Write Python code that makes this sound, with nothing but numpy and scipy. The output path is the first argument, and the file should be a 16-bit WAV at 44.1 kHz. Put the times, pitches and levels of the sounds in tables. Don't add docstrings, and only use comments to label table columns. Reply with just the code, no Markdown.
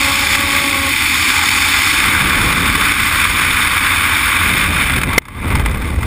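import sys
import numpy as np
from scipy import signal
from scipy.fft import rfft, irfft, next_fast_len
from scipy.io import wavfile

SR = 44100
rng = np.random.default_rng(int(sys.argv[2]) if len(sys.argv) > 2 else 0)


def wrap_up_sound(samples):
    columns = np.atleast_2d(samples).T
    tamed = np.clip(columns, -1, 1)
    steps = np.round(tamed * 32767).astype(np.int16)
    wavfile.write(sys.argv[1], SR, steps)


N = 267238
TIME = np.arange(N) / SR

# time in seconds, level in dB.
AIRSTREAM = [(0, -16.7), (.8, -17.7), (1.15, -15.8), (2.0, -15), (2.3, -16.4), (4.55, -16.1), (4.9, -18.3),
             (5.23, -30), (5.42, -30), (5.55, -26.7), (5.72, -30), (6.06, -34.5)]
# centre in seconds, half length in seconds, boost or dip in dB.
SWELLS = [(.05, .025, 1.6), (.33, .04, 1.8), (.45, .05, -1.5), (.57, .05, 2.3), (2.61, .035, -2),
          (3.23, .03, 1.5), (3.33, .03, -1.5), (4.62, .025, 1.6), (4.69, .04, -3.8), (5.0, .01, -3),
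          (5.06, .025, -6.5), (5.135, .03, 4), (5.518, .018, 2.5), (5.635, .015, -6), (5.78, .025, -2.5),
          (5.88, .04, 1.5)]
# start in seconds, strength in dB.
CRACKS = [(.35, -9), (.581, -12.5), (2.33, -11.5), (2.753, -9), (4.962, -12), (4.98, -14), (5.014, -14),
          (5.033, -10), (5.131, -16), (5.219, -17.5), (5.253, -16.5), (5.283, -14.5), (5.553, -12.5),
          (5.595, -19), (5.659, -13.5), (5.712, -22), (6.029, -18.5)]
# pitch in Hz, width in Hz, weight in dB.
CASE_MODES = [(560, 420, -23.5), (902, 234, -14.5), (1149, 280, -5), (1449, 385, -6.5), (1630, 304, -6.5),
              (2077, 400, -2.5), (2357, 430, -1), (3070, 315, -11.5), (3545, 427, -7.5), (4454, 820, -18.5),
              (5205, 690, -19), (6760, 660, -20.5), (7530, 880, -22), (8430, 400, -14.5), (8909, 290, -20),
              (9670, 530, -12), (10400, 460, -21), (10810, 230, -22), (13130, 320, -24), (13650, 480, -24),
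              (14340, 520, -14.5), (15140, 260, -24)]
# pitch in Hz, width in Hz, weight
# in dB.
UNDERSIDE_WHISTLES = [(890, 190, -2), (1130, 220, .5), (2075, 190, .8)]
# time in seconds, hollow modes and hissing modes in dB
# relative to the airstream, drone level in dB.
POSTURE = [(0, -6, -7.5, -33), (.33, -5.3, -6.3, -30), (.4, -6.3, -9, -29.5), (.9, -8.6, -9.8, -31),
           (1.35, -4.5, -6.6, -31.2), (1.9, -4.8, -7.8, -30.3), (2.15, -1.5, -12.5, -27.5),
           (2.7, -1.5, -12, -27.3), (2.95, -2.4, -12, -34.5), (4.15, -1.7, -14, -32.5),
           (4.8, -2.2, -15, -37), (5.25, -1.5, -18.5, -37), (6.06, -1.5, -13.5, -36)]
# time in seconds, strength in dB.
EDDY_STRENGTH = [(0, -5.5), (.35, -3), (.8, -8), (1.9, -5), (2.15, 6), (2.45, 9), (2.78, 7), (2.95, .5),
                 (3.65, 1), (4.0, -3), (4.33, -2), (4.5, 6.5), (5.05, 8), (5.38, 4), (5.55, 10.8),
                 (5.85, 4.5), (6.06, 5.5)]
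# frequency in Hz, relative spectral level in dB.
LARGE_EDDY_SPECTRUM = [(15, -16), (30, -6), (48, -0.5), (60, 1), (80, -7), (120, -18), (220, -45)]
SMALL_EDDY_SPECTRUM = [(70, -34), (105, -7), (130, -1), (180, -.5), (260, -3.5), (350, -10.5), (480, -13),
                       (700, -18), (1100, -24)]
# time in seconds, level in dB.
GAP_HOOT = [(0, -30.5), (1.0, -36), (1.3, -37), (1.42, -25.5), (1.6, -31), (2.0, -37), (2.7, -37),
            (3.1, -55)]
# time in seconds, pitch in Hz, level in dB.
EDGE_BUZZ = [(0, 274, -30), (.06, 277, -24.5), (.25, 277, -32), (.42, 281, -26.5), (.53, 278, -28),
             (.59, 284, -25), (.72, 277, -27), (.89, 273, -25.2)]
# harmonic number, weight in dB.
EDGE_HARMONICS = [(1, -4.5), (2, -8), (3, -13), (4, -1.5), (5, -13)]

KNOCK_S, CANOPY_S = 5.1795, 5.4
UPRIGHT_S, UPRIGHT_TURN_S = 5.07, .03
FREE_FALL_DB = -16


def roar(flutter):
    hollow_db, hiss_db, _ = curves(POSTURE)
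    wind, cracks, cloth = from_db(airstream()) * flutter, snaps(), canopy_crackle()
    force = np.hypot(wind, cracks)
    hiss_force = np.hypot(from_db(hiss_db) * wind, from_db(-11.5) * cracks)
    top_force = np.hypot(from_db(-8.4) * force, cloth)
    upright = .5 + .5 * np.tanh((TIME - UPRIGHT_S) / UPRIGHT_TURN_S)
    body = from_db(-.3) * blown_modes(modes_between(1900, 2700), force, flicker_db=.25)
    bite = from_db(-3.9 + .28 * hiss_db) * blown_modes(modes_between(2700, 4000), force, flicker_db=.6)
    hollow_gain = from_db(hollow_db + .5 * flicker(2.5, 7))
    hollow = hollow_gain * blown_modes(modes_between(0, 1900), force, flicker_db=.85)
    whistle = from_db(.3) * upright * blown_modes(UNDERSIDE_WHISTLES, force, flicker_db=.8)
    hiss = blown_modes(modes_between(4000, 8000), hiss_force, flicker_db=.5)
    top = blown_modes(modes_between(8000, np.inf), top_force, flicker_db=.2)
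    leak = from_db(-2.5) * cloth * rng.standard_normal(N)
    return port_notch(body + bite + hollow + whistle + hiss + top + leak)


def airstream():
    fall_db, = curves(AIRSTREAM)
    return fall_db + sum(db * np.exp(-((TIME - s) / half_s) ** 2) for s, half_s, db in SWELLS)


def turbulence():
    depth_db = follow_flow(1.5, per_eddy_db=.03, per_slowing_db=.08)
    waver = .35 * flicker(4, 16) + .77 * flicker(23.6, 110) + .77 * flicker(110, 610)
    return from_db(depth_db * waver - .16 * depth_db ** 2)


def blown_modes(modes, force, flicker_db):
    drives = [rng.standard_normal(N) * force * from_db(flicker_db * flicker(8, 80)) for _ in range(3)]
    ringing = sum(from_db(db) * resonate(drives[k % 3], hz, width_hz)
                  for k, (hz, width_hz, db) in enumerate(modes))
    power = sum(from_db(db) ** 2 * width_hz * np.pi / (2 * SR) for _, width_hz, db in modes)
    return ringing / np.sqrt(power)


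def port_notch(x, hz=6010, width_hz=380):
    return signal.lfilter(*signal.iirnotch(hz, hz / width_hz, fs=SR), x)


def buffeting(flutter):
    _, _, drone_db = curves(POSTURE)
    hoot_db, = curves(GAP_HOOT)
    large_db = follow_flow(-30.8, per_eddy_db=.78, per_slowing_db=.33)
    large = from_db(large_db) * shaped_noise(LARGE_EDDY_SPECTRUM)
    small_db = follow_flow(-31.6, per_eddy_db=1.05, per_slowing_db=.03) + 1.55 * flicker(4.1, 25)
    small = from_db(small_db) * flutter ** .5 * shaped_noise(SMALL_EDDY_SPECTRUM)
    boom_db = follow_flow(-28.2, per_eddy_db=.33, per_slowing_db=.4)
    boom = blown_cavity(boom_db, hz=83, width_hz=36)
    drone = blown_cavity(drone_db, hz=273, width_hz=102)
    hoot = blown_cavity(hoot_db, hz=849, width_hz=113)
    return large + small + boom + drone + hoot


def blown_cavity(level_db, hz, width_hz):
    return from_db(level_db) * rms_one(resonate(rng.standard_normal(N), hz, width_hz))


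def knock(thud_hz, thud_s, ring_hz, ring_s, thud_db, ring_db, rattle_db, size=SR // 10):
    age = TIME[:size]
    thud = -from_db(thud_db) * np.sin(2 * np.pi * thud_hz * age) * np.exp(-age / thud_s)
    ring = from_db(ring_db) * np.sin(2 * np.pi * ring_hz * age)
    rattle = sum(from_db(.8 * db) * resonate(rng.standard_normal(size), hz, width_hz)
                 for hz, width_hz, db in CASE_MODES)
    envelope = age / ring_s * np.exp(1 - age / ring_s)
    jolt = thud + (ring + from_db(rattle_db) * rms_one(rattle)) * envelope
    start = round(KNOCK_S * SR)
    return np.pad(jolt, (start, N - start - size))


def buzzing_edge(release_db_per_s=380):
    pitch_hz, level_db = curves(EDGE_BUZZ)
    release_db = release_db_per_s * np.clip(TIME - EDGE_BUZZ[-1][0], 0, 1)
    phase = 2 * np.pi * np.cumsum(pitch_hz * (1 + .0115 * flicker(8, 120))) / SR
    tone = sum(from_db(db + 3.4 * flicker(6, 72)) * np.sin(round(k) * phase) for k, db in EDGE_HARMONICS)
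    return from_db(level_db - release_db) * np.sqrt(2) * tone


def snaps(decay_s=.0046):
    force = np.zeros(N)
    for start_s, db in CRACKS:
        start = round(start_s * SR)
        force[start:] += from_db(db) * np.exp(-TIME[:N - start] / decay_s)
    return force


def canopy_crackle(per_s=140, level_db=-43, scatter_db=2.4, decay_s=.0028):
    onsets = (rng.random(N) < per_s / SR) & (TIME > CANOPY_S)
    sizes = from_db(level_db + scatter_db * np.minimum(rng.exponential(1, N), 3))
    return signal.lfilter([1], [1, -np.exp(-1 / (decay_s * SR))], onsets * sizes + 1e-18)


def follow_flow(base_db, per_eddy_db, per_slowing_db):
    eddy_db, = curves(EDDY_STRENGTH)
    fall_db, = curves(AIRSTREAM)
    return base_db + per_eddy_db * eddy_db + per_slowing_db * (FREE_FALL_DB - fall_db)


def modes_between(low_hz, high_hz):
    return [mode for mode in CASE_MODES if low_hz <= mode[0] < high_hz]


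def resonate(x, hz, width_hz):
    b, a = signal.iirpeak(hz, hz / width_hz, fs=SR)
    return signal.sosfilt([np.r_[b, a]] * 2, x + 1e-18)


def shaped_noise(spectrum):
    hz, db = np.transpose(spectrum)
    size = next_fast_len(N)
    bin_hz = np.maximum(np.fft.rfftfreq(size, 1 / SR), 1)
    colour = from_db(np.interp(np.log(bin_hz), np.log(hz), db))
    roll_off = np.minimum(1, bin_hz / hz[0]) * np.minimum(1, hz[-1] / bin_hz) ** 2
    return rms_one(irfft(rfft(rng.standard_normal(size)) * colour * roll_off, size)[:N])


def flicker(low_hz, high_hz, size=N // 12):
    band = signal.butter(2, [low_hz, high_hz], "band", fs=SR * size / N, output="sos")
    waver = rms_one(signal.sosfilt(band, rng.standard_normal(2 * size))[size:])
    return np.interp(TIME, np.linspace(0, TIME[-1], size), waver)


def curves(rows):
    times, *columns = np.transpose(rows)
    return [np.interp(TIME, times, column) for column in columns]


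def from_db(db):
    return 10 ** (np.asarray(db) / 20)


def rms_one(x):
    return x / np.sqrt(np.mean(x ** 2) + 1e-20)


def gain_control(x, threshold_db, release_db_per_s, lag_s, attack_s):
    over_db = np.maximum(20 * np.log10(np.abs(x).max(axis=0) + 1e-9) - threshold_db, 0)
    held_db = np.maximum.accumulate(over_db + release_db_per_s * TIME) - release_db_per_s * TIME
    late_db = np.interp(TIME - lag_s, TIME, held_db)
    pole = np.exp(-1 / (attack_s * SR))
    return x * from_db(-signal.lfilter([1 - pole], [1, -pole], late_db))


def scene():
    flutter = turbulence()
    jolt = knock(thud_hz=560, thud_s=.00062, ring_hz=2083, ring_s=.0019,
                 thud_db=25, ring_db=12.5, rattle_db=9)
    return (roar(flutter) + buffeting(flutter) + buzzing_edge() + jolt)[None]


def record(dry):
    ducked = gain_control(dry, threshold_db=-2.5, release_db_per_s=91, lag_s=.0034, attack_s=.0046)
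    high_cut = signal.ellip(14, .1, 95, 15450, fs=SR, output="sos")
    return signal.sosfilt(high_cut, np.clip(ducked, -.92, .92))


dry = scene()
out = record(dry)
wrap_up_sound(out)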